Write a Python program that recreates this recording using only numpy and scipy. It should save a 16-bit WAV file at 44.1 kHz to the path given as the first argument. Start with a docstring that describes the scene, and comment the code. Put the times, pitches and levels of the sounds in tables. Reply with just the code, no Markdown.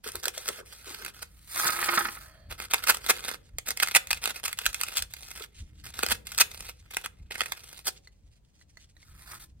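"""Box cutter in polystyrene

A box cutter saws through a thick polystyrene board on asphalt, under a roof that echoes a little.
Bursting beads (random clicks) make the crackling drag, snaps and rips; grit clicks through resonances make
the board slide when it is turned once and nudged at the end. Stuttering tones are creaks of the flexing foam,
decaying modes the ticks of the lifted knife; filtered noise gives sleeve, low buffeting, bumps and room air."""
import sys
import numpy as np
from scipy import signal
from scipy.fft import rfft, irfft, next_fast_len
from scipy.io import wavfile

SR = 44100
rng = np.random.default_rng(int(sys.argv[2]) if len(sys.argv) > 2 else 0)


def pcm_store(signal):
    """Save signal as 16-bit PCM."""
    levels = np.round(np.clip(np.atleast_2d(signal), -1, 1) * 32767)
    wavfile.write(sys.argv[1], SR, levels.astype(np.int16).T)


N = 423360
TIME = np.arange(N) / SR
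SIZE = 2 * next_fast_len(N // 2 + SR // 2)   # padded transform length
HZ = np.maximum(np.arange(SIZE // 2 + 1) * SR / SIZE, 1)


def from_db(db):
    """Logarithmic level: decibels to amplitude gain."""
    return 10 ** (np.asarray(db) / 20)


def rms_one(x):
    """Power normalisation: scale to rms 1."""
    return x / np.sqrt(np.mean(x ** 2) + 1e-20)


def in_time(rows):
    """Linear interpolation: the columns of a curve at every sample."""
    s, *columns = np.transpose(rows)
    return [np.interp(TIME, s, c) for c in columns]


def during(rows):
    """Gating: 1 from the first row's time to the last row's, else 0."""
    return (TIME >= rows[0][0]) & (TIME <= rows[-1][0])


def at_hz(points, hz=HZ):
    """Logarithmic frequency scale: read a table on a log-frequency axis."""
    table_hz, values = np.transpose(points)
    return np.interp(np.log(hz), np.log(table_hz), values)


def bumps(modes):
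    """Resonance: summed bell-shaped lifts, in dB, one for each mode."""
    return sum(db / (1 + (2 * (HZ - hz) / width) ** 2) for hz, width, db in modes)


def body(x, colour_db):
    """Minimum-phase filtering: causal colour from the cepstrum; white noise keeps its level."""
    cepstrum = irfft(np.log(rms_one(from_db(colour_db))))
    cepstrum[1:SIZE // 2] *= 2   # fold onto positive time
    cepstrum[SIZE // 2 + 1:] = 0
    response = np.exp(rfft(cepstrum))
    return irfft(rfft(x, SIZE) * response)[..., :N]


def band(x, hz, kind):
    """Band limiting: second-order Butterworth filter."""
    return signal.sosfilt(signal.butter(2, hz, kind, fs=SR, output="sos"), x + 1e-18)


def split(x, hz):
    """Crossover: the parts below and above, which add up to a flat response."""
    return [band(band(x, hz, kind), hz, kind) for kind in ("low", "high")]


def drift(rate):
    """Random modulation: smooth wandering of spread 1, with this many knots a second."""
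    knots = rng.standard_normal(N // 10)
    return rms_one(np.interp(TIME * rate, np.arange(len(knots)), knots))


def swells(rows, half_s):
    """Gaussian envelope: a bell-shaped swell for each (s, dB)."""
    return sum(from_db(db) * np.exp(-((TIME - s) / half_s) ** 2) for s, db in rows)


def grains(per_s, spread_db):
    """Shot noise: random clicks of very uneven size and either sign; rms 1."""
    sizes = from_db(spread_db * np.minimum(rng.exponential(1, N), 4))
    happens = rng.random(N) < per_s / SR
    return rms_one(sizes * rng.choice([-1, 1], N) * happens)


def avalanche(fractures, s, swell, fade, squareness=1.3):
    """Fracture avalanche: clicks build up to a peak and die; returns their place and the clicks."""
    span = slice(max(int((s - 5 * swell) * SR), 0), int((s + 5 * fade) * SR) + 2)
    t = TIME[span] - s
    shape = np.exp(-np.abs(t / np.where(t < 0, swell, fade)) ** squareness)
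    clicks = fractures[span] * shape
    return span, clicks * np.sqrt(np.sum(shape ** 2) / (np.sum(clicks ** 2) + 1e-12))


# timbre along the cut; dragging takes a share of the treble column:
# t/s, f/Hz of the foam flap beside the blade, relative bass level/dB, relative treble level/dB
CUT = [(.3, 1520, -4, 2.5), (1.2, 1470, 4.5, -2.5), (2.55, 1300, 4.5, -9.5), (2.75, 1330, -5.5, -2),
       (3.1, 1350, -1.5, -1.5), (3.3, 1500, 7.5, -6), (3.6, 1880, 7.5, 4), (3.9, 2210, -8.5, -4),
       (4.3, 2500, -18.5, -3), (4.6, 2670, -40.5, -0.5), (5.0, 2740, -20, 2), (6.0, 1550, 7, -4),
       (6.15, 1630, -2.5, -2), (6.4, 2730, -7, 1), (6.97, 2180, 3.5, -1), (7.3, 2100, 10, -13),
       (7.52, 1940, -16, -7), (7.87, 4600, 3, 1)]
TEAR_DB, TEAR_DULLING = -23.5, 0.2   # typical snap or rip/dB; dB of treble lost per dB stronger


def tearing(tears, thud_db, treble_db, judder_db, squareness):
    """Brittle fracture: bead chains burst at each (s, dB, swell s, fade s); strong tears are duller."""
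    fractures = grains(per_s=13000, spread_db=3.5) * from_db(judder_db * drift(450))
    burst, spit = np.zeros((2, N))
    for s, db, swell, fade in tears:
        span, clicks = avalanche(fractures, s, swell, fade, squareness)
        burst[span] += clicks * from_db(db)
        spit[span] += clicks * from_db(db - TEAR_DULLING * (db - TEAR_DB))
    _, bass, treble = in_time(CUT)
    thud = split(burst * from_db(bass + thud_db), 760)[0]
    lower = thud + split(burst, 710)[1]
    upper = split(spit * from_db(treble + treble_db), 3400)[1]
    return split(lower, 5800)[0] + upper


# rips, where the stuck blade breaks through: t/s at the peak, relative level/dB, length/s
RIPS = [(1.228, -37, .013), (2.514, -35.5, 0.016), (2.8405, -29, 0.0066), (2.874, -24, 0.0052),
        (2.901, -13.5, 0.025), (2.947, -27.5, 0.0055), (3.105, -14.5, 0.018), (3.688, -30, 0.0087),
        (3.831, -14.5, 0.0093), (3.965, -11, .02), (4.113, -18.5, 0.0058), (4.131, -20, 0.0042),
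        (4.459, -26.5, 0.013), (4.982, -29, 0.011), (6.034, -18.5, 0.0065), (6.119, -21, 0.024),
        (6.414, -14, 0.019), (7.311, -32, 0.0057), (7.881, -29, 0.024)]
RIP_SWELL_SHARE = 0.65   # share of its length for which a rip builds up


def ripping(level_db):
    """Stick-slip release: the stuck blade lets go; the fractures multiply, peak and die away."""
    rips = [(s, db, RIP_SWELL_SHARE * length, (1 - RIP_SWELL_SHARE) * length) for s, db, length in RIPS]
    return from_db(level_db) * tearing(rips, thud_db=0.0, treble_db=7.5, judder_db=2.0, squareness=1.8)


# snaps, where a few beads crack at once: t/s at the peak, relative level/dB
SNAPS = [(0.0757, -36.5), (0.119, -42), (0.1554, -30.5), (0.2557, -22.5), (0.2818, -20.5), (0.379, -32),
         (0.48, -27.5), (.488, -21), (1.0489, -30), (1.0627, -30), (2.6009, -25.5), (2.711, -29),
         (2.7366, -10.5), (2.7429, -11), (3.064, -28), (3.095, -21), (3.283, -29), (3.314, -25.5),
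         (3.585, -27), (3.664, -44), (3.7067, -25), (3.7733, -26), (3.8006, -19.5), (3.8734, -24),
         (3.8861, -22.5), (3.9118, -28.5), (3.95, -7), (4.0721, -31.5), (4.107, -16), (4.24, -20.5),
         (4.257, -14.5), (4.439, -43), (4.481, -24.5), (4.529, -24.5), (4.5888, -22), (4.6565, -22.5),
         (4.6639, -11), (4.7304, -37), (4.7449, -23.5), (4.813, -20), (4.835, -21), (4.963, -33.5),
         (4.9705, -19.5), (4.9921, -29.5), (5.023, -25), (5.1378, -33.5), (5.9907, -21.5), (6.0636, -20),
         (6.087, -24), (6.27, -32.5), (6.319, -34), (6.3796, -21), (6.3865, -16.5), (6.9688, -19),
         (7.0604, -25.5), (7.3568, -28), (7.407, -13.5), (7.4167, -16), (7.459, -26), (7.521, -17.5)]
SNAP_SWELL_S, SNAP_FADE_S = .0006, .0016


def snapping(level_db):
    """Impulsive fracture: a few beads crack ahead of the blade, with one sudden start and quick fade."""
    snaps = [(s, db, SNAP_SWELL_S, SNAP_FADE_S) for s, db in SNAPS]
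    return from_db(level_db) * tearing(snaps, thud_db=-2.5, treble_db=6.0, judder_db=-1.0, squareness=1.3)


def scattered(clicks, smear_s, count=6):
    """Multipath scattering: each fracture takes one of a few random paths and is smeared briefly."""
    t, route = TIME[:SR // 200], rng.integers(0, count, N)
    paths = rng.standard_normal((count, len(t))) * np.exp(-t / smear_s)
    return rms_one(sum(signal.oaconvolve(clicks * (route == k), path)[:N] for k, path in enumerate(paths)))


# strokes of blade or fingers through the foam: start t/s, end t/s, relative level/dB
DRAG = [(0.042, 0.098, -40.5), (0.128, 0.201, -49), (0.232, 0.292, -41), (0.34, 0.595, -44),
        (0.659, 0.846, -53), (0.856, 1.097, -44), (1.139, 1.257, -55), (2.524, 2.545, -42.5),
        (2.582, 2.656, -38.5), (2.705, 2.804, -38), (2.827, 2.969, -39.5), (3.009, 3.208, -43.5),
        (3.225, 3.344, -36), (3.663, 3.709, -33), (3.768, 3.933, -41.5), (4.084, 4.185, -41.5),
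        (4.22, 4.306, -34), (4.345, 4.388, -37), (4.434, 4.526, -40), (4.574, 4.709, -40),
        (4.73, 5.03, -40), (5.106, 5.345, -52), (5.358, 5.444, -41), (5.841, 5.9, -44.5),
        (5.943, 6.154, -40), (6.255, 6.403, -45.5), (6.5, 6.612, -48), (6.625, 6.706, -41),
        (6.906, 7.01, -45), (7.044, 7.052, -31.5), (7.317, 7.535, -44.5), (7.568, 7.816, -51.5),
        (7.849, 7.904, -47.5)]
STROKE_DB, STROKE_DULLING = -40, 0.26   # typical stroke/dB; dB of treble lost per dB harder
PICKING_END_S = 1.4   # until then crumbs are only picked off the edge


def dragging(level_db, clump_db, hiss_db, picking_hiss_db, attack_s, release_s, treble_db, follows_cut,
             resting_db):
    """Frictional crackle: beads pop in clumps over hiss; light strokes are brightest, picking smoothest."""
    pops = grains(per_s=1900, spread_db=5.5) * from_db(clump_db * np.minimum(drift(130), 1.5))
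    pops = scattered(pops, smear_s=0.00057, count=8)
    hiss = from_db(np.where(TIME < PICKING_END_S, picking_hiss_db, hiss_db))
    crackle = (pops + hiss * rng.standard_normal(N)) / np.hypot(1, hiss)
    pressure = from_db(resting_db) * during(DRAG)   # between strokes the hand still rubs the foam faintly
    bright = .5 * pressure
    for start, end, db in DRAG:
        span = slice(max(int((start - .05) * SR), 0), int((end + .05) * SR))
        t = TIME[span]
        before, after = np.maximum(start - t, 0), np.maximum(t - end, 0)
        stroke = from_db(db) * np.exp(-before / attack_s - after / release_s)
        pressure[span] += stroke
        bright[span] += stroke * from_db(-STROKE_DULLING * (db - STROKE_DB))
    _, _, treble = in_time(CUT)
    low, high = split(crackle, 4200)
    return from_db(level_db) * (low * pressure + high * bright * from_db(treble_db + follows_cut * treble))


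def flap(x, lift, width_hz, size=256):
    """Moving resonance: a two-pole filter follows the cut's pitch, stepped block by block."""
    ring, state, pitch = np.zeros(N), np.zeros(2), in_time(CUT)[0]
    r = np.exp(-np.pi * width_hz / SR)   # pole radius
    zeros = [(1 - r * r) / 2, 0, (r * r - 1) / 2]
    for i in range(0, N, size):
        poles = [1, -2 * r * np.cos(2 * np.pi * pitch[i] / SR), r * r]
        ring[i:i + size], state = signal.lfilter(zeros, poles, x[i:i + size], zi=state)
    return x + lift * ring


# colour of the cut board: f/Hz, relative level/dB
CUT_COLOUR = [(80, -49.5), (200, -10.5), (300, -10), (450, -9), (700, -8.5), (1000, -0.5), (1400, -2),
              (2300, -4.5), (3200, -4), (4600, -5), (6500, -12.5), (9000, -7), (13500, -7.5), (15500, -19)]
# resonances of the cut board: f/Hz, width/Hz, lift/dB
CUT_MODES = [(500, 120, 6.5), (757, 78, 5), (1044, 180, -7.5), (1365, 310, 2.5), (1647, 38, 2.5),
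             (2120, 130, 8.5), (2240, 100, -3.5), (2544, 200, 7), (3380, 70, 4), (4600, 130, -1.5),
             (7440, 4100, 3), (9480, 1000, 0.5)]


def cut_board(x):
    """Plate radiation: the flap and then the board's fixed resonances colour tears and drag."""
    return body(flap(x, lift=0.49, width_hz=520), at_hz(CUT_COLOUR) + bumps(CUT_MODES))


def rubbing(curve, crackle, treble_db):
    """Sliding friction: crackle under a movement whose strength and brightness change."""
    level, treble = in_time(curve)
    low, high = split(crackle, 3300)
    brightness = from_db(np.minimum(treble, 3) + treble_db)
    return during(curve) * from_db(level) * (low + high * brightness)


# the board sliding over the asphalt, one curve as it is turned, one as it is nudged:
# t/s, relative level/dB, treble level/dB relative to that (held to 3 at most, then offset)
SLIDES = [
    [(1.28, -73, 2), (1.45, -67, 30), (1.55, -36, -2.5), (1.66, -29, 0), (1.76, -33.5, -7),
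     (1.84, -30, -3.5), (1.98, -28.5, -5.5), (2.03, -37, -2.5), (2.22, -53, -1.5), (2.48, -70.5, -23)],
    [(8.95, -78, -3.5), (9.22, -57, -4), (9.34, -43.5, -5), (9.39, -58.5, -4), (9.44, -53.5, 14),
     (9.48, -87, -3)],
]
# its edge catching on grit: t/s at the peak, relative level/dB
CATCHES = [(1.5664, -33), (1.638, -25.5), (1.654, -20.5), (1.693, -22.5), (1.7909, -29), (1.829, -23),
           (1.8895, -16.5), (1.933, -21.5), (1.978, -14), (2.01, -21.5), (2.057, -20.5), (2.087, -26.5),
           (2.171, -37), (9.333, -43), (9.429, -58)]
CATCH_SWELL_S, CATCH_FADE_S = 0.00396, .0055
# colour of the sliding board: f/Hz, relative level/dB
SLIDE_COLOUR = [(70, -35), (200, -10), (350, -17), (600, -15.5), (950, -8.5), (1350, -2), (2000, -7.5),
                (3000, -13), (4500, -10.5), (6500, -15), (9000, -7.5), (13500, -10.5), (15500, -19.5)]
# resonances of the sliding board: f/Hz, width/Hz, lift/dB
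SLIDE_MODES = [(344.5, 17, 15), (631, 35, 0), (820, 36, 5), (1030, 16.4, 14.5), (1036, 110, -6),
               (1270, 65, 5), (1740, 28, 6.5), (2148, 76, 4), (2500, 53, 6.5), (3520, 49, 3.5)]


def sliding(level_db, catch_db, judder_db):
    """Forced plate vibration: grit rasps the underside; catches jolt the board like a drum skin."""
    grit = rms_one(grains(per_s=2600, spread_db=2.5) * from_db(judder_db * np.minimum(drift(130), 1.5)))
    rasp = from_db(level_db) * sum(rubbing(curve, grit, treble_db=6.5) for curve in SLIDES)
    jolts = np.zeros(N)
    for s, db in CATCHES:
        span, clicks = avalanche(grit, s, CATCH_SWELL_S, CATCH_FADE_S)
        jolts[span] += clicks * from_db(db + catch_db)
    contact = band(rasp, 330, "high") + band(jolts, 6000, "low")
    return body(contact, at_hz(SLIDE_COLOUR) + bumps(SLIDE_MODES))


# resonances as the board glides to rest: f/Hz, width/Hz, lift/dB
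GLIDE_MODES = [(626, 340, 30.5), (1760, 400, 27.5), (3200, 390, 16.5), (4450, 720, 22.5)]
# when it sings: t/s at the peak, level/dB
GLIDE = [(2.35, -62)]
GLIDE_HALF_S = 0.16   # the swell falls to 1/e this far from its peak


def gliding():
    """Friction-excited resonance: the lightly rubbed board sings faintly in a few resonances."""
    return swells(GLIDE, GLIDE_HALF_S) * body(rng.standard_normal(N), bumps(GLIDE_MODES))


# hollow creaks of the flexing board: start t/s, nominal f/Hz, relative level/dB,
# length/s (loudest halfway through, with a tail beyond)
FLEX = [(.06, 423, -40.5, .014), (0.146, 417, -32, .012), (0.269, 422, -36.5, .013),
        (0.374, 492, -40, .018), (0.482, 500, -33, .013), (.583, 487, -39, .022),
        (0.862, 381.5, -48.5, .045), (0.989, 415.4, -52.5, .07), (3.131, 531, -56, .041),
        (5.401, 404, -41.5, .013)]
CREAK_SAG = .12   # share of its pitch, roughly, that a creak loses over its length


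def flexing(level_db, sag, waver, rough_db, overtone_db):
    """Stick-slip creak: bent foam gives way in a stutter that sinks in pitch as the strain eases."""
    out, t, wobble = np.zeros(N), TIME[:SR // 4], drift(400)
    stutter = rms_one(from_db(rough_db * np.minimum(drift(300), 1.5)))
    for s, hz, db, length in FLEX:
        span = slice(int(s * SR), int(s * SR) + len(t))
        age = t / length
        pitch = hz * np.exp(sag * (.5 - np.minimum(age, 2)) + waver * wobble[span])
        phase = 2 * np.pi * np.cumsum(pitch) / SR
        tone = np.sin(phase) + from_db(overtone_db) * np.sin(3 * phase)
        envelope = 2 * age * np.exp(1 - 2 * age)
        out[span] += from_db(db + level_db) * envelope * stutter[span] * tone
    return out


# the loose blade in its handle: t/s, relative level/dB, pitch ratio to the modes [1]
TICKS = [(8.0732, -43, 1), (8.613, -49.5, 0.98), (8.7715, -40, 1), (8.9668, -51, .93),
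         (9.0289, -45.5, 1.06)]
# modes of the knife: f/Hz before the pitch ratio, relative level/dB, t60/s
KNIFE = [(1850, -20, 0.025), (2025, 7.5, 0.029), (2100, -26, 0.018), (2990, -12, 0.028), (4290, 7.5, 0.016),
         (6140, -1, 0.016), (6900, -9, 0.037)]


def knife(level_db, rattle_db, rattle_t60):
    """Modal decay: each tick sums the knife's dying modes, of varied strengths, and a noisy rattle."""
    out, t = np.zeros(N), TIME[:SR // 10]
    for s, db, pitch in TICKS:
        ring = np.zeros(len(t))
        for hz, mode_db, t60 in KNIFE:
            strength = from_db(mode_db + rng.normal(0, 1.1) - 60 * t / t60)
            ring += strength * np.sin(2 * np.pi * pitch * hz * t)
        rattle = band(rng.standard_normal(len(t)), 10650, "low")
        ring += rattle * from_db(rattle_db - 60 * t / rattle_t60)
        out[int(s * SR):int(s * SR) + len(t)] += from_db(db + level_db) * ring / np.abs(ring).max()
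    return out


# swings of the arm that rustle the sleeve: t/s at the peak, relative level/dB
SLEEVE = [(3.45, -81), (5.6, -53), (5.78, -65), (6.8, -70), (7.97, -54), (8.33, -72.5), (8.58, -68.5),
          (8.82, -64), (9.05, -67)]
SWING_HALF_S = 0.035   # a swing falls to 1/e this far from its peak


def sleeve(level_db, steady_db, flutter_db):
    """Fabric friction: the jacket rustles faintly all the time, and more when the arm swings."""
    rustle = band(grains(per_s=2000, spread_db=3.0), [2000, 9000], "band")
    motion = from_db(steady_db) + from_db(level_db) * swells(SLEEVE, SWING_HALF_S)
    return rms_one(rustle) * motion * from_db(flutter_db * drift(40))


def breadth(x, level_db, smear_s, shifts_per_s, count=6):
    """Extended source: many spots radiate in turn, so each port hears a different, shifting blur."""
    t, out = TIME[:SR // 100], 0
    for _ in range(count):
        blur = band(rng.standard_normal((2, len(t))), [1500, 8000], "band") * np.exp(-t / smear_s)
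        blur = rms_one(blur) / np.sqrt(len(t) * count)
        out = out + signal.oaconvolve((x * drift(shifts_per_s))[None], blur)[:, :N]
    return from_db(level_db) * out


# level balance of the two microphone ports: f/Hz, left-right level/dB
PORT_BALANCE = [(100, -0.5), (400, 0), (800, -1.5), (1800, -6), (2800, -3), (4200, -3), (9000, 0)]
# phase between the ports: f/Hz, lead of the left/rad
PORT_PHASE = [(100, 0), (500, -.55), (1100, -.8), (1900, -.85), (3100, -1.5), (4500, -1.9), (5700, -2.6),
              (6900, -3), (8300, -4.6), (10500, -4.8), (13400, -5.1)]


def ports(x):
    """Interaural-style difference: direct sound is earlier and mostly louder in the right port."""
    half = from_db(at_hz(PORT_BALANCE) / 2) * np.exp(.5j * at_hz(PORT_PHASE))
    return irfft(rfft(x, SIZE) * np.array([half, 1 / half]))[:, :N]


# reverberation time: f/Hz, t60/s
HALL_T60 = [(300, 0.91), (800, 0.3), (2000, 0.28), (5000, 0.24), (10000, 0.12), (16000, 0.29)]


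def hall(x, early_db, early_t60, tail_db):
    """Reverberation: quick scatter from ground and kneeling body, then a faint tail, longest in the bass."""
    t, edges = TIME[:SR], np.geomspace(150, 18000, 8)
    white, tail = rng.standard_normal((2, 2, SR)), np.zeros((2, SR))
    for k, (lo, hi) in enumerate(zip(edges, edges[1:])):
        decay = from_db(-60 * t / at_hz(HALL_T60, np.sqrt(lo * hi)))
        tail += band(white[k % 2], [lo, hi], "band") * decay
    tail *= t > .012
    early = band(rng.standard_normal((2, SR)), 9100, "low") * from_db(-60 * t / early_t60) * (t > .002)
    response = (from_db(early_db) * rms_one(early) + from_db(tail_db) * rms_one(tail)) / np.sqrt(SR)
    return irfft(rfft(x, SIZE) * rfft(response, SIZE))[:, :N]


# low buffeting at the microphone: t/s, relative level/dB
RUMBLE = [(0.0, -64.5), (2.17, -57.5), (5.56, -61), (5.75, -53.5), (7.11, -60.5), (7.25, -58), (8.5, -65.5),
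          (9.6, -56)]
# colour of the buffeting: f/Hz, relative level/dB
RUMBLE_COLOUR = [(12, -31), (20, -25), (54, -3.5), (161, -18.5), (238, -26), (269, -37.5), (304, -23.5),
                 (343, -40.5), (500, -42), (650, -68), (1100, -120)]
# dull bumps of handling: t/s at the peak, relative level/dB
BUMPS = [(.16, -51), (2.5, -43), (3.56, -45.5), (4.15, -50), (4.685, -45.5), (5.025, -47), (5.618, -41.5),
         (6.123, -40.5), (6.6, -46), (7.22, -44.5), (8.27, -53.5), (9.13, -49.5)]
BUMP_HALF_S = 0.04   # a bump falls to 1/e this far from its peak
# colour of the room air: f/Hz, relative level/dB
AIR_COLOUR = [(100, 2.5), (300, -10), (600, -12), (1200, -22), (3000, -26.5), (8000, -28.5), (16000, -33.5)]


def background(rumble_db, bump_db, air_db, apart_db):
    """Coherent and diffuse noise: buffeting nearly alike and bumps alike in both ports, and room air."""
    buffets = rng.standard_normal(N) + from_db(apart_db) * rng.standard_normal((2, N))
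    rumble = from_db(in_time(RUMBLE)[0] + rumble_db) * body(buffets, at_hz(RUMBLE_COLOUR))
    push = from_db(bump_db) * swells(BUMPS, BUMP_HALF_S)
    thumps = push * rms_one(band(rng.standard_normal(N), [32, 80], "band"))
    air = from_db(air_db) * body(rng.standard_normal((2, N)), at_hz(AIR_COLOUR))
    return rumble + thumps + air


def scene():
    """Superposition: tears and drag sound through the board; everything near goes through the hall."""
    tears = snapping(level_db=-0.38) + ripping(level_db=-1.7)
    drag = dragging(level_db=-4.0, clump_db=5.5, hiss_db=-9.5, picking_hiss_db=-2.5, attack_s=0.0027,
                    release_s=.008, resting_db=-68.0, treble_db=5.0, follows_cut=0.29)
    near = cut_board(tears + drag)
    near = near + sliding(level_db=0.0, catch_db=-0.2, judder_db=2.5) + gliding()
    near = near + flexing(level_db=-1.0, sag=CREAK_SAG, waver=.17, rough_db=6.0, overtone_db=-3.0)
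    near = near + knife(level_db=3.0, rattle_db=0.5, rattle_t60=0.047)
    near = near + sleeve(level_db=-5.0, steady_db=-80.0, flutter_db=6.5)
    room = hall(near, early_db=-11.5, early_t60=0.054, tail_db=-20.0)
    room = room + breadth(near, level_db=-10.0, smear_s=0.00092, shifts_per_s=25)
    return ports(near) + room + background(rumble_db=1.9, bump_db=0.0, air_db=-69.5, apart_db=-13.0)


# notch of the microphone ports: f/Hz, width/Hz, lift/dB
PORT_NOTCH = [(11336, 830, -21)]
CUTOFF_HZ = 16000


def record(dry):
    """Notch and soft saturation: the ports swallow a treble band, peaks are rounded, the top is cut."""
    heard = .9 * np.tanh(body(dry, bumps(PORT_NOTCH)) / .9)
    return signal.sosfilt(signal.ellip(10, .3, 70, CUTOFF_HZ, fs=SR, output="sos"), heard)


dry = scene()
out = record(dry)
pcm_store(out)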